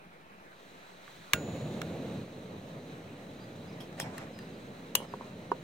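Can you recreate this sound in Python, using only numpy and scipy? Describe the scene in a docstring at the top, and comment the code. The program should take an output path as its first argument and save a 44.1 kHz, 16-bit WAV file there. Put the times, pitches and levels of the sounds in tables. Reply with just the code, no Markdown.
"""Camping stove by a river

A gas stove hisses from shaped noise, the igniter snaps and a second, low noise roars until the flame is
turned down. Snaps, pan clinks, handle ticks, table knocks and soft bumps are noise bursts with decaying
sines; scrapes are grainy noise. Small birds call in gliding sines with an echo, over a steady noise bed.
"""
import sys
import numpy as np
from scipy import signal
from scipy.fft import rfft, irfft
from scipy.io import wavfile
from scipy.ndimage import uniform_filter1d

SR = 44100
rng = np.random.default_rng(int(sys.argv[2]) if len(sys.argv) > 2 else 0)


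def generate_wav(sig):
    """Save sig (samples, or channels by samples) to the path in sys.argv[1] as 16-bit PCM at SR."""
    pcm = np.round(np.clip(np.atleast_2d(sig).T, -1, 1) * 32767).astype(np.int16)
    wavfile.write(sys.argv[1], SR, pcm)


N = 248283


def gain_of(db):
    """Turns decibels into an amplitude factor."""
    return 10 ** (np.asarray(db) / 20)


def evened(x):
    """Scales a signal to an rms of 1."""
    return x / np.sqrt(np.mean(x ** 2) + 1e-20)


def read(points, hz):
    """Reads a spectrum table on a log-frequency axis."""
    f, value = np.transpose(points)
    return np.interp(np.log(hz + 1), np.log(f + 1), value)


def along(rows):
    """Reads a time curve at every sample."""
    s, value = np.transpose(rows)
    return np.interp(np.arange(N) / SR, s, value)


def add(mix, s, sound):
    """Mixes a stereo sound in, starting at s seconds."""
    part = mix[:, round(s * SR):][:, :sound.shape[1]]
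    part += sound[:, :part.shape[1]]


def noise(colour, likeness, pan, patchy_db, flicker_db, lag_s=0, peaks=()):
    """Stereo noise from random short-time spectra, with drifting patches and a flicker shared by all pitches."""
    frames, hz = N // 256 + 5, np.fft.rfftfreq(1024, 1 / SR)
    a, b, c, d, patches = rng.standard_normal((frames, 513, 5)).T
    patches = uniform_filter1d(patches, size=10, axis=0)  # smooth over pitch
    patches = evened(uniform_filter1d(patches, size=12, axis=1))  # and over time
    flicker = evened(uniform_filter1d(rng.standard_normal(frames), size=6))
    colour_db = read(colour, hz)
    for f, width, top_db in peaks:
        colour_db = colour_db + top_db / (1 + (2 * (hz - f) / width) ** 2)
    same = read(likeness, hz)[:, None]
    left = a + 1j * b
    right = same * left + np.sqrt(1 - same ** 2) * (c + 1j * d)
    side = gain_of(-read(pan, hz)) * np.exp(-2j * np.pi * hz * lag_s)  # right is scaled and late
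    level_db = colour_db[:, None] + patchy_db * patches + flicker_db * flicker
    spectra = np.array([left, right * side[:, None]]) * gain_of(level_db)
    return evened(signal.istft(spectra, nperseg=1024, noverlap=768)[1][:, :N])


# Stereo tilt of near blows and scrapes, as the ports hear them unequally.
# Each row: pitch in Hz, left over right in dB.
PORT_TILT = [(500, -1), (2500, -2.5), (6000, -.5), (11000, 6), (16000, 6)]


def blow(row, crack, body, modes, crack_t60, crack_db, rise_s, same, lag_s):
    """A noise burst and quick contact ring, reaching the right late, then the long ring of the object."""
    s, peak_db, ring_db, pan_db, bright_db = row
    t, hz = np.arange(SR // 2) / SR, np.fft.rfftfreq(SR // 2, 1 / SR)
    rise = np.minimum(t / rise_s, 1) ** 2  # the contact force builds
    after = np.maximum(t - rise_s, 0)  # then lets go
    u, v = rng.standard_normal((2, SR // 2))
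    burst = np.array([u, same * u + np.sqrt(1 - same ** 2) * v])
    burst = evened(irfft(rfft(burst) * gain_of(read(crack, hz))))
    contact = sum(gain_of(db) * np.exp(-np.pi * width * after) * np.sin(2 * np.pi * f * t)
                  for f, width, db in body)
    fade = gain_of(-60 * after / crack_t60)
    fade += gain_of(-25 - 60 * after / 0.15)  # table and pots scatter a weak tail
    attack = rise * (contact / abs(contact).max() + gain_of(crack_db) * fade * burst)
    late = np.exp(-2j * np.pi * hz * np.array([[0], [lag_s]]))
    phases = .4 * rng.standard_normal((len(modes), 2, 1))  # each mode radiates a little unevenly
    ring = sum(gain_of(db - 60 * t / t60) * np.sin(2 * np.pi * f * t + phase)
               for (f, db, t60), phase in zip(modes, phases))
    sound = rfft(attack / abs(attack).max()) * late + rfft(gain_of(ring_db) * rise * ring)
    sides = np.array([[.5], [-.5]]) * (pan_db + read(PORT_TILT, hz))
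    colour = gain_of(bright_db * np.log2(hz / 2000 + 0.16) + sides)
    colour *= hz ** 2 / (hz ** 2 + 200 ** 2)  # small objects radiate no deep bass
    delay = np.exp(-2j * np.pi * hz * 0.0018)  # with the 3 ms lead, the rise starts 1.2 ms early
    return s - .003, gain_of(peak_db) * irfft(sound * colour * delay)


def blows(rows, *tables, **settings):
    """Lays a series of separate blows on one stereo track."""
    track = np.zeros((2, N))
    for row in rows:
        add(track, *blow(row, *tables, **settings))
    return track


# Broad gas hiss at the nozzle. Each row: pitch in Hz, relative density in dB per Hz.
NOZZLE_HISS = [(530, -8), (900, -8), (1460, -6), (2040, -4), (3380, -7), (4010, -4.5), (4740, -17),
               (7960, -25), (9420, -29.5), (16000, -18)]
# Mixing tube resonances. Each row: pitch in Hz, width in Hz, boost in dB.
TUBE_PEAKS = [(2380, 880, -7.5), (3970, 180, 3), (5200, 400, -1), (6020, 560, 7.5), (6670, 510, 8.5),
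              (7870, 580, 7.5), (8380, 720, 7), (10780, 1300, 8)]
# Low flame roar. Each row: pitch in Hz, relative density in dB per Hz.
FLAME_ROAR = [(15, -66), (25, -13), (59, -28), (124, 1.5), (204, 2.5), (357, -6.5), (515, -5), (1050, -24),
              (1230, -23.5), (1490, -33.5), (2500, -26.5), (3250, -35.5), (5500, -120)]
# Stereo image of the stove. Each row: pitch in Hz, left-right likeness from 0 to 1.
STOVE_LIKENESS = [(60, 0.98), (180, 1), (550, 0.96), (1650, 0.65), (4970, 0.58), (15000, 0.43)]
# Stereo balance of the stove. Each row: pitch in Hz, left over right in dB.
STOVE_BALANCE = [(60, 0.0), (180, 0.25), (550, -2.3), (1650, -2.2), (4970, -2.3), (15000, 2.3)]
# The valve is opened in two turns, then set back. Each row: time in seconds, gas flow in dB re full.
VALVE_FLOW = [(.3, -16), (.47, -13), (.62, -6), (1.0, -5.5), (1.1, -1), (1.33, -1), (1.4, 0.5), (2.17, 0.5),
              (2.27, -4.5), (5.63, -4.5)]
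HISS_DB, ROAR_DB = -55, -38  # at full flow, the roar before flare and settling
ROAR_PER_DB = 1.39  # the roar follows the flow more steeply
LIT_S, FLARE_DB, FLARE_S = 1.34, 6.5, 0.017  # the gathered gas burns off in a short flare
SETTLE_DB, SETTLE_S = -2, 1  # the flame calms as the burner warms


def stove():
    """Gas whistles faintly through the mixing tube; once lit, the turbulent flame adds a lumpy low roar."""
    hiss = noise(NOZZLE_HISS, STOVE_LIKENESS, STOVE_BALANCE, patchy_db=0.65, flicker_db=0.7,
                 lag_s=.00003, peaks=TUBE_PEAKS)
    roar = noise(FLAME_ROAR, STOVE_LIKENESS, STOVE_BALANCE, patchy_db=1.17, flicker_db=0.73, lag_s=.00003)
    flow_db = along(VALVE_FLOW)
    since_lit = np.arange(N) / SR - LIT_S
    burning = np.maximum(since_lit, 0)
    flare_db = FLARE_DB * np.exp(-burning / FLARE_S)
    settle_db = SETTLE_DB * (1 - np.exp(-burning / SETTLE_S))
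    flame = gain_of(ROAR_DB + ROAR_PER_DB * flow_db + flare_db + settle_db) * roar
    return gain_of(HISS_DB + flow_db) * hiss + (since_lit > 0) * flame


# Igniter button snaps. Each row: time in seconds, attack peak in dB before colouring, ring in dB
# re the attack, left over right in dB before the port tilt, brightness in dB per octave.
IGNITER_SNAPS = [(1.0782, -35.5, -26, -1, -10), (1.334, -6.5, -22.5, -0.7, 2),
                 (1.8165, -24, -24, -2.5, 0.1)]
# Snap noise. Each row: pitch in Hz, relative density in dB per Hz.
IGNITER_CRACK = [(290, -58), (500, -40), (1120, -1), (1840, -4), (2730, -12), (3820, -9), (4970, -21),
                 (7710, -16.5), (9330, -37), (10300, -26), (12500, -40), (15800, -30), (16500, -45)]
# Plastic housing. Each row: pitch in Hz, width in Hz, relative level in dB.
IGNITER_HOUSING = [(1340, 130, -3), (1700, 150, 0), (2210, 180, -2), (2750, 300, -10), (3700, 350, -9),
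                   (5300, 400, -12), (6300, 400, -11), (7700, 500, -14), (10300, 500, -13),
                   (12300, 500, -9)]
# Stove body modes. Each row: pitch in Hz, relative level in dB, t60 in seconds.
STOVE_MODES = [(1432, -4, .2), (1577, -8, .14), (2449, -12, .1), (2730, -1, .08), (6955, -26, 1.7),
               (10910, -25, .11), (11230, -26, .07), (13450, -32, .1), (15610, -11, .069),
               (15650, -45, 1.2)]


def igniter():
    """The spring igniter snaps in its plastic housing and sets the stove body ringing."""
    return blows(IGNITER_SNAPS, IGNITER_CRACK, IGNITER_HOUSING, STOVE_MODES,
                 crack_t60=.017, crack_db=-9, rise_s=.0021, same=.3, lag_s=.00003)


# The gas cloud catches. One row: time in seconds, level in dB of the unwindowed cycle, pitch in Hz.
GAS_CATCH = (1.3417, -27, 170)


def whump():
    """One soft low push of air: a single cycle, suction first."""
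    s, level_db, hz = GAS_CATCH
    turns = np.arange(0, 1, hz / SR)
    push = -np.sin(2 * np.pi * turns) * signal.windows.tukey(len(turns), .5)
    return s, np.ones((2, 1)) * gain_of(level_db) * push


# Pan clinks. Each row: time in seconds, attack peak in dB before colouring, ring in dB
# re the attack, left over right in dB before the port tilt, brightness in dB per octave.
PAN_CLINKS = [(4.9524, -10.5, -19.5, -0.5, 1.0), (4.9534, -11, -40, -0.5, 1.5)]
# Clink noise. Each row: pitch in Hz, relative density in dB per Hz.
PAN_CRACK = [(240, -43), (400, -17), (1030, -7), (1500, -15), (2110, -11), (2930, -4.5), (5730, -15),
             (6390, -4), (8320, -16), (10200, -9.5), (11000, -18), (11900, -16), (15300, -15), (16500, -36)]
# Quick ring of the contact. Each row: pitch in Hz, width in Hz, relative level in dB.
PAN_CONTACT = [(1053, 190, 9), (2850, 500, 22.5), (6300, 350, 5), (10830, 220, 6), (13280, 490, 13),
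               (12020, 300, 11.5), (15400, 300, 18)]
# Pan modes. Each row: pitch in Hz, relative level in dB, t60 in seconds.
PAN_MODES = [(2727, -7, .06), (2869, -5, .17), (3047, -13, .26), (3311, -9, .14), (3984, -4, .03),
             (4716, -26, .1), (5362, -28, .1), (6665, -30, .1), (7429, -8, .07), (8979, -17, .19),
             (9792, -22, .13), (10630, -15, .06), (14320, -32, .1), (15340, -32, .1)]


def pan_clinks():
    """The pan is struck: a bright contact, then its short metal modes."""
    return blows(PAN_CLINKS, PAN_CRACK, PAN_CONTACT, PAN_MODES,
                 crack_t60=.016, crack_db=-7, rise_s=.0018, same=.5, lag_s=.00009)


# Knocks on the table, and at 5.003 and 5.02 s soft low bumps of the dragged pan.
# Each row: time in seconds, attack peak in dB before colouring, ring in dB re the attack,
# left over right in dB before the port tilt, brightness in dB per octave.
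KNOCKS_AND_BUMPS = [(4.9525, -26, -7.5, 1, 2), (5.003, -43.5, -2, -3, -4), (5.02, -42, -4, -5, -2),
                    (5.138, -26, -12.5, 1, -1), (5.2102, -34.5, -19, 0, -6.5), (5.2207, -42, -16, -1, -4),
                    (5.517, -13.5, -10.5, 0.5, -0.3)]
# Noise of the contact. Each row: pitch in Hz, relative density in dB per Hz.
TABLE_CRACK = [(120, -39), (200, -6.5), (1110, -6.5), (1320, -26), (1920, -19.5), (3440, -31), (5460, -36),
               (7950, -48), (9280, -57), (12000, -44), (15600, -91), (22000, -120)]
# Quick ring of the contact. Each row: pitch in Hz, width in Hz, relative level in dB.
TABLE_CONTACT = [(410, 70, 1), (1035, 144, 18), (1150, 260, -11), (1500, 300, -17)]
# Table modes. Each row: pitch in Hz, relative level in dB, t60 in seconds.
TABLE_MODES = [(407, 6.5, 0.031), (514, -5, 0.11), (956, 2.5, 0.05), (1130, -19, 0.036), (1208, 0, 0.03),
               (1477, -15, 0.063)]


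def knocks_and_bumps():
    """The pan knocks and bumps on the wood: a duller contact over low, quickly damped modes."""
    return blows(KNOCKS_AND_BUMPS, TABLE_CRACK, TABLE_CONTACT, TABLE_MODES,
                 crack_t60=.02, crack_db=-12, rise_s=.002, same=.7, lag_s=.00016)


# Folding handle ticks. Each row: time in seconds, attack peak in dB before colouring, ring in dB
# re the attack, left over right in dB before the port tilt, brightness in dB per octave.
HANDLE_TICKS = [(3.928, -39, -24, 1, -6), (3.9796, -39, -18, -2, -4), (4.0004, -18.5, -27.5, 0, -0.5),
                (4.061, -46, -16, -3, -6), (4.181, -35.5, -11.5, 5, 2), (4.27, -52, -7, 4, -3),
                (4.3896, -42.5, -7, 2, 2)]
# Tick noise. Each row: pitch in Hz, relative density in dB per Hz.
HANDLE_CRACK = [(290, -36), (500, -3), (1920, 2), (3350, -11), (3770, -17), (5510, 0), (6100, -23),
                (6660, -3), (7710, -4), (12900, -19), (16500, -32)]
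# Quick ring of the contact. Each row: pitch in Hz, width in Hz, relative level in dB.
HANDLE_CONTACT = [(1800, 480, -10), (4060, 560, -5), (6450, 180, -1), (12140, 800, 7)]
# Handle modes. Each row: pitch in Hz, relative level in dB, t60 in seconds.
HANDLE_MODES = [(1120, 1, 0.048), (1810, 9, 0.031), (2526, -15, 0.068), (2770, 3.5, 0.032),
                (3280, -9, 0.05), (4070, 6, 0.013)]


def handle_ticks():
    """The folding handle ticks: a sharp contact and small, short-lived modes."""
    return blows(HANDLE_TICKS, HANDLE_CRACK, HANDLE_CONTACT, HANDLE_MODES,
                 crack_t60=.014, crack_db=-4, rise_s=.001, same=.5, lag_s=.00013)


# The pan is dragged and scraped. Each row: start in seconds, length in seconds, level in dB at the
# start of the slide, brightness from 0 (wood) to 1 (metal).
PAN_SCRAPES = [(3.793, 0.046, -46.5, 0.53), (3.971, 0.27, -47, 0.11), (3.99, 0.028, -36.5, 0.76),
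               (4.148, 0.056, -59, 0.6), (4.95, 0.097, -48, 0.2), (5.184, 0.14, -56.5, 0)]
# Dull scrape on wood. Each row: pitch in Hz, relative density in dB per Hz.
WOOD_SCRAPE = [(250, -33), (600, 6), (1000, 3.5), (2000, -3.5), (4000, -17), (8000, -16.5), (16000, -56)]
# Bright scratch. Each row: pitch in Hz, relative density in dB per Hz.
METAL_SCRATCH = [(500, -25), (2000, -4), (5300, -2.5), (8000, -18), (11000, -8), (16000, -14)]
# Metal rubbing on metal. Each row: pitch in Hz, width in Hz, boost in dB.
METAL_PEAKS = [(3240, 250, 12), (5330, 140, 11.5), (8150, 370, 20), (10760, 330, 11), (12700, 400, 7),
               (15300, 400, 3)]
GRIP_S, SLIDE_DB, LET_GO_S = 0.016, -2.5, 0.014  # a scrape grips, weakens along its length and dies away


def drag():
    """Grainy friction noise, dull on wood or ringing on metal."""
    likeness = [(100, 0.65), (16000, 0.1)]
    grain = gain_of(1.8 * evened(uniform_filter1d(rng.standard_normal(N), size=90)))
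    wood = noise(WOOD_SCRAPE, likeness, PORT_TILT, patchy_db=2.5, flicker_db=2.5, lag_s=0.00013)
    metal = noise(METAL_SCRATCH, likeness, PORT_TILT, patchy_db=3, flicker_db=2.5,
                  lag_s=.00015, peaks=METAL_PEAKS)
    on_wood, on_metal = np.zeros((2, N))
    for start, length, db, bright in PAN_SCRAPES:
        t = np.arange(N) / SR - start
        push = np.clip(t / GRIP_S, 0, 1) ** 2 * np.exp(-np.maximum(t - length, 0) / LET_GO_S)
        push *= gain_of(db + SLIDE_DB * np.clip(t / length, 0, 1))
        on_wood += (1 - bright) * push
        on_metal += bright * push
    return evened(grain) * (on_wood * wood + on_metal * metal)


# Bird notes, and at 4.39 s a faint held echo of the call before it.
# Each row: start in seconds, length in seconds, first pitch in Hz, last pitch in Hz,
# lateness of the glide as a power, arch above it in Hz, level in dB before the swell.
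CALLS_AND_HELD_ECHO = [(3.389, 0.07, 4200, 4620, .3, 240, -65), (3.675, .033, 4450, 4630, 0.56, 500, -62),
                       (3.718, .023, 5550, 4300, 2.2, 52, -65), (4.318, .118, 4990, 4100, 4.2, 60, -63),
                       (4.39, 0.1, 5000, 4980, 1.0, 5, -72), (4.52, .045, 4050, 4900, 0.52, 20, -69),
                       (4.633, .048, 7050, 5950, .65, -20, -74), (5.057, .092, 5080, 4150, 2.2, 130, -67)]
SWELL_DB = 1  # each whistle gains this along its length, under its fades
ECHO_DB, ECHO_T60 = -4, .6  # the trees answer; t60 in seconds


def birds():
    """Thin whistles that glide along an arch, with a soft echo from the trees."""
    calls = np.zeros((2, N))
    for start, length, first_hz, last_hz, lateness, arch_hz, db in CALLS_AND_HELD_ECHO:
        u = np.arange(0, length, 1 / SR) / length
        glide = first_hz + (last_hz - first_hz) * u ** lateness
        hz = glide + arch_hz * (1 - (2 * u - 1) ** 2)
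        whistle = np.sin(2 * np.pi * np.cumsum(hz) / SR) * signal.windows.tukey(len(u), .5)
        sides_db = np.array([[-.5], [.5]])  # a little to the right
        add(calls, start, whistle * gain_of(db + SWELL_DB * u ** 2 + sides_db))
    t = np.arange(SR // 5) / SR
    echo = rng.standard_normal((2, len(t))) * gain_of(-60 * t / ECHO_T60)
    echo /= np.linalg.norm(echo[0])
    return calls + gain_of(ECHO_DB) * signal.oaconvolve(calls, echo, axes=1)[:, :N]


# River, far traffic and microphone hiss. Each row: pitch in Hz, relative density in dB per Hz.
OUTDOOR_AIR = [(12, -32), (20, -12), (27, -6), (120, -24), (158, 2.5), (187, -13), (422, -11), (527, -11),
               (574, -12), (642, -11), (2460, -19.5), (3630, -30), (7000, -41), (16000, -43)]
# Stereo image of the air. Each row: pitch in Hz, left-right likeness from 0 to 1.
AIR_LIKENESS = [(60, 0.55), (240, 1), (950, 0.66), (3770, 0.21), (15000, .1)]
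AIR_DB = -54


def outdoor_air():
    """River, far traffic and microphone hiss as one bed of wide, gently flickering noise."""
    balance = [(100, -0.56), (16000, -0.63)]
    return gain_of(AIR_DB) * noise(OUTDOOR_AIR, AIR_LIKENESS, balance,
                                   patchy_db=1.64, flicker_db=1.0, lag_s=0.00038)


def scene():
    """All sources over the outdoor air."""
    mix = stove() + igniter()
    add(mix, *whump())
    mix += pan_clinks() + knocks_and_bumps() + handle_ticks() + drag()
    return mix + birds() + outdoor_air()


def record(dry):
    """The deep bass is thinned, the top stops near 16 kHz, and a small constant offset remains."""
    thin = signal.sosfilt(signal.butter(2, 60, "high", fs=SR, output="sos"), dry)
    top_cut = signal.firwin(511, 16000, window=("kaiser", 9), fs=SR)
    return signal.oaconvolve(thin, top_cut[None], "same") - .0006


dry = scene()
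out = record(dry)
generate_wav(out)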